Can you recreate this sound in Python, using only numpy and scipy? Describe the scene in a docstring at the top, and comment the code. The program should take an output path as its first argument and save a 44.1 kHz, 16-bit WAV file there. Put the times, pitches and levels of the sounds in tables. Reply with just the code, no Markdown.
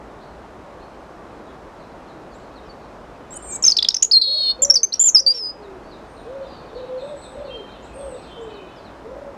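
"""Fenced garden. A robin sings one loud phrase close to a camera on a table: two whistling
voices from the two sides of the syrinx, echoed by nearby surfaces. Farther off, a pigeon coos
in hoarse, hollow arches and small birds chirp, over the steady hum of a town.
The camera's gain control ducks the background under the loudest notes."""
import sys
import numpy as np
from scipy import signal
from scipy.fft import rfft, irfft
from scipy.io import wavfile
from scipy.ndimage import uniform_filter1d, minimum_filter1d

SR = 44100
rng = np.random.default_rng(int(sys.argv[2]) if len(sys.argv) > 2 else 0)


def store_pcm(level_fs):
    """Save levels as 16-bit WAV."""
    pcm = np.round(np.clip(level_fs, -1, 1) * 32767).astype(np.int16)
    wavfile.write(sys.argv[1], SR, np.atleast_2d(pcm).T)


N = 413216
TIME = np.arange(N) / SR

# robin, one table per side of the syrinx:
# (time [s], length [s], start [Hz], middle [Hz], end [Hz], level [dB], swell [dB])
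UPPER_NOTES = [ (3.306, .045, 7580, 7620, 8490, -39.5, 6), (3.357, .022, 8630, 8600, 7000, -42, 23.5),
               (3.424, .1, 8560, 8250, 8056, -41.5, 10), (3.52, .03, 7704, 7450, 7550, -28.5, 4),
               (3.546, .024, 7620, 7950, 6110, -26, 5.5), (3.624, .012, 6260, 7200, 7940, -14.5, -5),
               (3.636, .013, 6250, 5300, 5540, -13.5, 6), (3.648, .012, 6356, 6280, 6594, -7, 0.5),
               (3.663, .019, 6682, 6030, 6776, -5.5, -1.5), (3.679, .01, 5910, 5180, 5390, -1.5, 1),
               (3.689, .01, 5460, 5100, 5870, -9, 4.5), (3.7, .009, 5810, 5130, 5940, -5, -1.5),
               (3.709, .008, 6664, 6100, 5410, -12, -2), (3.719, .014, 5186, 4400, 4664, -2, -15.5),
               (4.112, .023, 4020, 5100, 4550, -0.5, -3.5), (4.131, 0.058, 4470, 4170, 4324, 1.5, 3),
               (4.215, .028, 4690, 4430, 4265, -10, 3.5), (4.62, .027, 7260, 7290, 6600, -4, -3.5),
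               (4.647, .011, 6480, 5900, 5630, -9, -5), (4.6985, .016, 5600, 5450, 5820, 5, -1),
               (4.74, .013, 6275, 6065, 6060, -7.5, -0.5), (4.754, .031, 5920, 4700, 4594, -0.5, -8),
               (4.8308, .023, 6170, 6250, 6096, 1, -4.5), (4.922, .014, 4180, 4300, 5900, -17.5, 7.5),
               (4.937, .009, 5580, 5600, 6010, -4.5, -2), (4.994, .042, 6830, 7290, 6980, -2, -2),
               (5.037, .067, 6840, 7240, 5650, -5, 2.5), (5.146, .042, 5560, 5040, 4870, 4.5, -6),
               (5.182, 0.029, 4880, 5425, 6350, 1.5, -6.5), (5.2632, .062, 4640, 4730, 4890, 1, -6), ]
LOWER_NOTES = [ (3.33, 0.049, 5730, 6800, 7300, -54.5, 24), (3.393, 0.13, 7300, 7360, 7020, -52, 18),
               (3.52, .048, 6620, 6440, 6800, -34, 2), (4.213, 0.023, 4274, 4050, 3966, 1, -5), ]
# robin's dry chips: (time [s], length [s], start [Hz], middle [Hz], end [Hz], peak [dB])
CHIPS = [ (3.766, .014, 3916, 5550, 4600, -3.5), (3.784, 0.015, 4880, 3476, 3455, -5),
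         (3.8243, 0.01, 2994, 5010, 4400, -3), (3.845, .011, 4690, 3300, 4090, -7),
         (3.8856, 0.007, 4240, 5550, 4500, 2), (3.905, .009, 4774, 3650, 4400, -15),
         (3.942, .012, 4340, 6300, 5600, -6.5), (3.9658, 0.0076, 4960, 5600, 5000, -3.5),
         (4.023, .016, 5245, 7150, 5700, 1.5), (4.044, 0.012, 6783, 6750, 6150, -4.5), ]
# two-voice buzz: (time [s], upper pitch [Hz], lower pitch [Hz])
BUZZ = [(4.236, 4306, 3834), (4.27, 4240, 3820), (4.346, 4310, 3870), (4.446, 4320, 3710),
        (4.484, 4280, 3620), (4.524, 4338, 3665)]
# soft closing whistle: (time [s], pitch [Hz])
CLOSING_WHISTLE = [(5.334, 5550), (5.386, 5380), (5.41, 5170), (5.448, 4987), (5.535, 4965)]
# hoarse stretches of the song: (time [s], length [s], level [dB])
HOARSE_SPANS = [(3.623, 0.0956, -41), (4.154, 0.032, -50), (4.256, 0.28, -49.5), (4.931, 0.041, -40),
                (5.307, 0.1, -39.5)]
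# beak and claw ticks: (time [s], level [dB])
TICKS = [(1.545, -58), (3.317, -48), (4.012, -33)]
# rasp and tick noise: (frequency [Hz], relative density [dB])
RASP_SPECTRUM = [(500, -32), (1300, -15), (2600, -3), (3800, 0), (5800, -3), (8000, -14), (11000, -23),
                 (16000, -36)]
# reflections off nearby surfaces: (delay [s], gain [dB])
ECHOES = [(.0021, -21.5), (.0058, -18.5), (0.012, -27.5), (0.017, -19.5), (.031, -27.5), (.052, -36.5)]
# pigeon: (time [s], length [s], start [Hz], top [Hz], end [Hz], top position [0-1],
# level [dB], swell [dB], roughness [0-1])
COOS = [ (4.02, 0.27, 401, 462, 457, 0.52, -43, 6, 0.4),
        (4.261, 0.18, 482.4, 615, 549, .68, -26.5, -10, 0.67),
        (4.579, 0.34, 476, 575, 336, 0.33, -25.5, -15.5, 0.38),
        (5.184, 0.29, 531, 545, 385, 0.3, -29.5, -6.5, 0.4),
        (5.569, 0.24, 437.5, 428, 353, 0, -37.5, -0.5, .1),
        (6.239, 0.23, 381.7, 548, 529.4, 0.55, -34.5, 6.5, 0.29),
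        (6.714, 0.16, 388.3, 512, 490, 0.48, -31, 2.5, 0.54),
        (6.869, 0.14, 508.6, 511.7, 519.7, 0.56, -26, 1, .12),
        (7, .18, 519.7, 592, 541.6, 0.69, -29, -5, 0.46),
        (7.324, .32, 472, 590, 369, 0.33, -31.5, -3.5, 0.69),
        (7.936, 0.26, 471.4, 562, 480.6, 0.32, -32.5, 1.5, .55),
        (8.36, 0.32, 455, 462, 351, 0.14, -28.5, -17, 0.1),
        (9.03, 0.29, 383.6, 580, 545, 0.67, -32, -4.5, 0.57), ]
# far falling chirps: (time [s], middle pitch [Hz], relative level [dB])
FAR_FALLS = [ (1.45, 3540, -55), (1.781, 4090, -54), (2.07, 4030, -53), (2.31, 4170, -54),
             (2.551, 3980, -49), (2.65, 4980, -59), (5.62, 3940, -51), (5.905, 3950, -47),
             (6.16, 3950, -50.5), (6.42, 3854, -49), (6.49, 3970, -47.5), (6.741, 4050, -43),
             (6.97, 3900, -42.5), (7.05, 3700, -47), (7.212, 3910, -42), (7.441, 4030, -45.5),
             (7.709, 3880, -48), (8.205, 3800, -53), (8.21, 4900, -55), (8.534, 3934, -47.5),
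             (8.755, 4850, -52), (8.84, 3990, -50), ]
# far upward flicks: (time [s], top pitch [Hz], relative level [dB])
FAR_FLICKS = [(0.189, 4500, -52), (.79, 4480, -52), (2.33, 7900, -55), (7.816, 8010, -52),
              (8.403, 8100, -55)]
# far whistles: (time [s], length [s], start [Hz], end [Hz], relative level [dB])
FAR_WHISTLES = [ (2.691, .031, 4570, 4420, -43.5), (3.315, 0.11, 3110, 2910, -52.5),
                (3.472, 0.12, 2390, 2280, -48), (5.81, 0.16, 4230, 4980, -58),
                (6.046, .21, 8500, 8950, -62), (6.45, 0.19, 5000, 4150, -50.5),
                (6.982, .14, 7610, 8550, -56), (7.15, 0.11, 7760, 8210, -45),
                (7.472, 0.051, 2720, 2758, -44.5), (7.5, 0.055, 3165, 3170, -31),
                (7.57, 0.16, 3145, 3130, -49), (7.922, .17, 8620, 8200, -45.5), (8.07, .1, 8400, 7760, -48),
                (8.25, .22, 3180, 3043, -46.5), (8.47, 0.23, 3030, 3010, -47), (8.5, 0.21, 2580, 2440, -52),
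                ]
# echo in the far calls: (time [s], amplitude share [0-1])
FAR_ECHO_SHARE = [(1.8, 0.9), (2.6, 0.32), (5.9, 0.55), (6.6, 0.92), (7.6, 0.82), (8.7, 0.43)]
# blur of many distant birds: (time [s], level [dB])
CHATTER_LEVEL = [(0, -67.5), (2.2, -67), (2.65, -61), (3.1, -66), (6.2, -63.5), (6.6, -59.5), (7.6, -57),
                 (8.6, -52), (9.37, -76.5)]
# traffic wash: (frequency [Hz], relative density [dB])
TRAFFIC_SPECTRUM = [(15, -26), (25, -8.5), (53, 3), (84, -5), (363, 0.5), (394, -0.5), (641, -0.5),
                    (1160, -6), (2410, -21), (3080, -25.5), (4610, -29), (5000, -29), (7710, -35.5),
                    (13600, -49), (16000, -66)]
# town drone: (time [s], level [dB])
DRONE_LEVEL = [(0, -55), (1.3, -59.5), (3.3, -54.5), (5.5, -56), (6.8, -55), (7.6, -49), (8.4, -53),
               (9.37, -61)]

NOTE_ATTACK_S, NOTE_RELEASE_S = .0023, .0095


def robin(coupling=.7, knee=.12, shimmer_db=1.4, rough_hz_per_s=400000):
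    """Two near-pure whistles; when both are strong, each bends the other at their beat rate."""
    (upper_hz, upper_amp), (lower_hz, lower_amp) = syrinx()
    lower_amp = lower_amp * amp(.5 * wander(60))
    sweep = uniform_filter1d(np.minimum(abs(np.gradient(upper_hz)) * SR / rough_hz_per_s, 1), size=130)
    upper_rad = phase(upper_hz * (1 + .0018 * wander(300) + .003 * wander(70)))
    upper_rad += .35 * sweep * wander(1500)  # fast sweeps turn rough
    lower_rad = phase(lower_hz * (1 + .0037 * wander(110)))
    pull = coupling * np.sin(upper_rad - lower_rad) / (upper_amp + lower_amp + knee)
    song = np.zeros(N)
    for rad, own_amp, other_amp in ((upper_rad, upper_amp, lower_amp), (lower_rad, lower_amp, upper_amp)):
        rad = rad + pull * other_amp
        song += own_amp * (np.sin(rad) + amp(-38) * np.sin(2 * rad) + amp(-50) * np.sin(3 * rad))
    song *= amp(shimmer_db * wander(120))
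    return song + rasp(song, sweep)


def syrinx():
    """Upper and lower voice: quick notes, chips, a shared buzz, a closing whistle."""
    buzz_s, upper_hz, lower_hz = np.transpose(BUZZ)
    upper = [note(*row) for row in UPPER_NOTES] + [chip(*row) for row in CHIPS]
    upper.append(held_note(buzz_s, upper_hz, db=-8, swell_db=-6.5))
    upper.append(held_note(*np.transpose(CLOSING_WHISTLE), db=-17.5, swell_db=-2.5,
                           attack_s=.019, release_s=.065))
    lower = [note(*row) for row in LOWER_NOTES]
    lower.append(held_note(buzz_s, lower_hz, db=-14.5, swell_db=-6.5))
    return voice(upper), voice(lower)


def note(at_s, length_s, start_hz, middle_hz, end_hz, db, swell_db):
    """Bent glide: snaps on, closes more slowly."""
    hz = glide(length_s, start_hz, middle_hz, end_hz)
    release_s = min(NOTE_RELEASE_S, .38 * length_s)
    return at_s, hz, envelope(len(hz), db, swell_db, NOTE_ATTACK_S, release_s)


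def chip(at_s, length_s, start_hz, middle_hz, end_hz, db, bend=1.2, skew=.76, sharpness=1.3):
    """Pitch darts out and back under a pointed envelope."""
    u = np.linspace(0, 1, int(length_s * SR))
    hz = middle_hz + (np.where(u < .5, start_hz, end_hz) - middle_hz) * abs(2 * u - 1) ** bend
    return at_s, hz, amp(db) * abs(np.sin(np.pi * u ** skew)) ** sharpness


def held_note(times_s, pitches_hz, db, swell_db, attack_s=NOTE_ATTACK_S, release_s=NOTE_RELEASE_S):
    """Long note on a drifting pitch."""
    hz = np.interp(np.arange(times_s[0], times_s[-1], 1 / SR), times_s, pitches_hz)
    return times_s[0], hz, envelope(len(hz), db, swell_db, attack_s, release_s)


def rasp(song, sweep, air_db=-43, sweep_db=-17, chip_db=-29.5, tick_decay_s=.0013):
    """Noise: faint rush under notes, scratch in sweeps and chips, hoarse spans, dry ticks."""
    gain = (amp(air_db) + amp(sweep_db) * sweep ** 2) * uniform_filter1d(abs(song), size=90)
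    for row in CHIPS:
        at_s, _, chip_amp = chip(*row)
        add(gain, at_s, amp(chip_db) * chip_amp)
    for at_s, length_s, db in HOARSE_SPANS:
        add(gain, at_s, amp(db) * signal.windows.tukey(int(length_s * SR), .5))
    for at_s, db in TICKS:
        add(gain, at_s, amp(db) * np.exp(-TIME[:1000] / tick_decay_s))
    return gain * shaped_noise(RASP_SPECTRUM)


def garden(song, tail_db=-20):
    """Direct song, single echoes off table, pot and fence, short tail."""
    out = song + amp(tail_db) * scatter(song, t60_s=.26, delay_s=.0089)
    for delay_s, db in ECHOES:
        add(out, delay_s, amp(db) * song)
    return out


def pigeon(flutter_hz=70, second_harmonic_db=-27, tail_db=-11):
    """Hollow arching tone; amplitude and phase flutter where the throat turns hoarse."""
    coos, rough = [], np.zeros(N)
    for at_s, length_s, start_hz, top_hz, end_hz, top, db, swell_db, roughness in COOS:
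        u = np.linspace(0, 1, int(length_s * SR))
        top = np.clip(top, .01, .99)
        before, after = np.maximum(1 - u / top, 0), np.maximum((u - top) / (1 - top), 0)
        hz = top_hz + (start_hz - top_hz) * before ** 2 + (end_hz - top_hz) * after ** 1.1
        coos.append((at_s, hz, envelope(len(u), db, swell_db, attack_s=.038, release_s=.035)))
        rough[round(at_s * SR):] = roughness
    hz, gain = voice(coos)
    rad = phase(hz)
    hoarse = (wander(flutter_hz) * np.sin(rad) + wander(flutter_hz) * np.cos(rad)) / np.sqrt(2)
    fundamental = np.sqrt(1 - rough ** 2) * np.sin(rad) + rough * hoarse
    coo = gain * (fundamental + amp(second_harmonic_db) * np.sin(2 * rad))
    return coo + amp(tail_db) * scatter(coo, t60_s=.87, delay_s=.011)


def far_birds(gain_db=-1, fall_s=.055, flick_s=.049):
    """Thin falls, flicks and whistles; crisp at some moments, echoing at others."""
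    flick_curve = 1 - .25 * np.linspace(1, 0, int(flick_s * SR)) ** 2
    calls = [(at_s, glide(fall_s, 1.17 * hz, hz, .88 * hz), db) for at_s, hz, db in FAR_FALLS]
    calls += [(at_s, hz * flick_curve, db) for at_s, hz, db in FAR_FLICKS]
    calls += [(at_s, np.linspace(start_hz, end_hz, int(length_s * SR)), db)
              for at_s, length_s, start_hz, end_hz, db in FAR_WHISTLES]
    direct, echo_send, waver = np.zeros(N), np.zeros(N), wander(220)
    for at_s, hz, db in calls:
        depth_hz = .04 * np.ptp(hz) + .0136 * np.maximum(hz - 3000, 0)  # wide or high calls waver more
        hz = hz + depth_hz * np.roll(waver, -int(at_s * SR))[:len(hz)]
        chirp = amp(db + gain_db) * signal.windows.tukey(len(hz), .5) * np.sin(phase(hz))
        wet = np.interp(at_s, *np.transpose(FAR_ECHO_SHARE))
        add(direct, at_s, np.sqrt(1 - wet ** 2) * chirp)
        add(echo_send, at_s, wet * chirp)
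    return direct + scatter(echo_send, t60_s=.64, delay_s=.0037)


def chatter(count=900, low_hz=2450, high_hz=4350):
    """Distant birds: random falling chirps, heard only as echo."""
    chirps, u = np.zeros(N), np.linspace(0, 1, SR // 18)
    for when, pitch, fall, strength in rng.random((count, 4)):
        middle_hz = low_hz * (high_hz / low_hz) ** (pitch ** 1.3)
        hz = middle_hz * (1 + (.12 + .2 * fall) * (.5 - u))
        add(chirps, when * N / SR, (.5 + strength) * np.hanning(len(u)) * np.sin(phase(hz)))
    return level_curve(CHATTER_LEVEL) * unit_rms(scatter(chirps, t60_s=.4, delay_s=.01))


def town(traffic_db=-40, swell_db=.08, drone_hz=58.4):
    """Near-steady wash of far traffic over a low wavering drone."""
    drone = (wander(11) + .7) * np.sin(2 * np.pi * drone_hz * TIME)
    traffic = amp(traffic_db - swell_db * wander(1.2)) * shaped_noise(TRAFFIC_SPECTRUM)
    return traffic + level_curve(DRONE_LEVEL) * unit_rms(drone)


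def scatter(x, t60_s, delay_s):
    """Decaying tail of faint reflections off fences and leaves."""
    t = TIME[:SR]
    taps = rng.standard_normal(SR) * (rng.random(SR) < .1) * amp(-60 * t / t60_s) * (t > delay_s)
    return signal.fftconvolve(x, taps / np.linalg.norm(taps))[:N]


def voice(notes):
    """Joins (time, pitch, amplitude) notes into one pitch track and one amplitude track."""
    hz, gain = np.zeros(N), np.zeros(N)
    for at_s, note_hz, note_amp in sorted(notes, key=lambda n: n[0]):
        start = round(at_s * SR)
        hz[start:] = note_hz[-1]
        hz[start:start + len(note_hz)] = note_hz[:N - start]
        add(gain, at_s, note_amp)
    return hz, gain


def envelope(samples, db, swell_db, attack_s, release_s):
    """Attack and release on an even swell or fade."""
    t = TIME[:samples]
    gate = np.clip(t / attack_s, 0, 1) * np.clip((t[-1] - t) / release_s, 0, 1)
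    return np.sin(np.pi / 2 * gate) ** 2 * amp(db + swell_db * t / t[-1])


def glide(length_s, start_hz, middle_hz, end_hz):
    """Parabola through three pitches."""
    u = np.linspace(0, 1, int(length_s * SR))
    return np.polyval(np.polyfit([0, .5, 1], [start_hz, middle_hz, end_hz], 2), u)


def shaped_noise(spectrum):
    """Unit-rms noise with the given spectrum."""
    hz, db = np.transpose(spectrum)
    bins_hz = np.fft.rfftfreq(N, 1 / SR)
    gain = amp(np.interp(np.log(bins_hz + 1), np.log(hz), db))
    return unit_rms(irfft(rfft(rng.standard_normal(N)) * gain, N))


def wander(cutoff_hz, samples=1 << 19):
    """Unit-rms low-passed noise."""
    bins_hz = np.fft.rfftfreq(samples, 1 / SR)
    lowpass = np.exp(-np.minimum((bins_hz / cutoff_hz) ** 2, 50))
    return unit_rms(irfft(rfft(rng.standard_normal(samples)) * lowpass)[:N])


def level_curve(points):
    return amp(np.interp(TIME, *np.transpose(points)))


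def phase(hz):
    return 2 * np.pi * np.cumsum(hz) / SR


def amp(db):
    return 10 ** (np.asarray(db) / 20)


def unit_rms(x):
    return x / np.sqrt(np.mean(x ** 2) + 1e-20)


def add(mix, at_s, sound):
    part = mix[max(round(at_s * SR), 0):][:len(sound)]
    part += sound[:len(part)]


def gain_control(x, threshold_db=-7, recovery_db_per_s=40, attack_s=.081, ceiling=.87):
    """Slow gain ducks after peaks; a fast limiter catches the attacks it lets through."""
    over_db = np.maximum(20 * np.log10(abs(x) + 1e-9) - threshold_db, 0)
    recovery_db = recovery_db_per_s * TIME
    held_db = np.maximum.accumulate(over_db + recovery_db) - recovery_db
    pole = np.exp(-1 / (attack_s * SR))
    x = x * amp(-signal.lfilter([1 - pole], [1, -pole], held_db))
    limiter_gain = np.minimum(ceiling / (abs(x) + 1e-9), 1)
    return x * uniform_filter1d(minimum_filter1d(limiter_gain, size=161), size=121)


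def side_tones(x, step_hz=3900):
    """Faint images one and two steps above and below each note, stronger for high notes."""
    rad = 2 * np.pi * step_hz * TIME
    images = 2 * np.diff(x, prepend=0) * (amp(-32) * np.cos(rad) + amp(-46) * np.cos(2 * rad))
    return signal.sosfilt(signal.butter(2, 900, "highpass", fs=SR, output="sos"), images)


def scene():
    """Mono mix, near to far."""
    return (garden(robin()) + pigeon() + far_birds() + chatter() + town())[None]


def record(dry, cutoff_hz=15600):
    """Camera: gain control, side tones, band limit."""
    x = gain_control(dry[0])
    lowpass = signal.firwin(511, cutoff_hz, window=("kaiser", 9), fs=SR)
    return signal.oaconvolve(x + side_tones(x), lowpass, "same")[None]


dry = scene()
out = record(dry)
store_pcm(out)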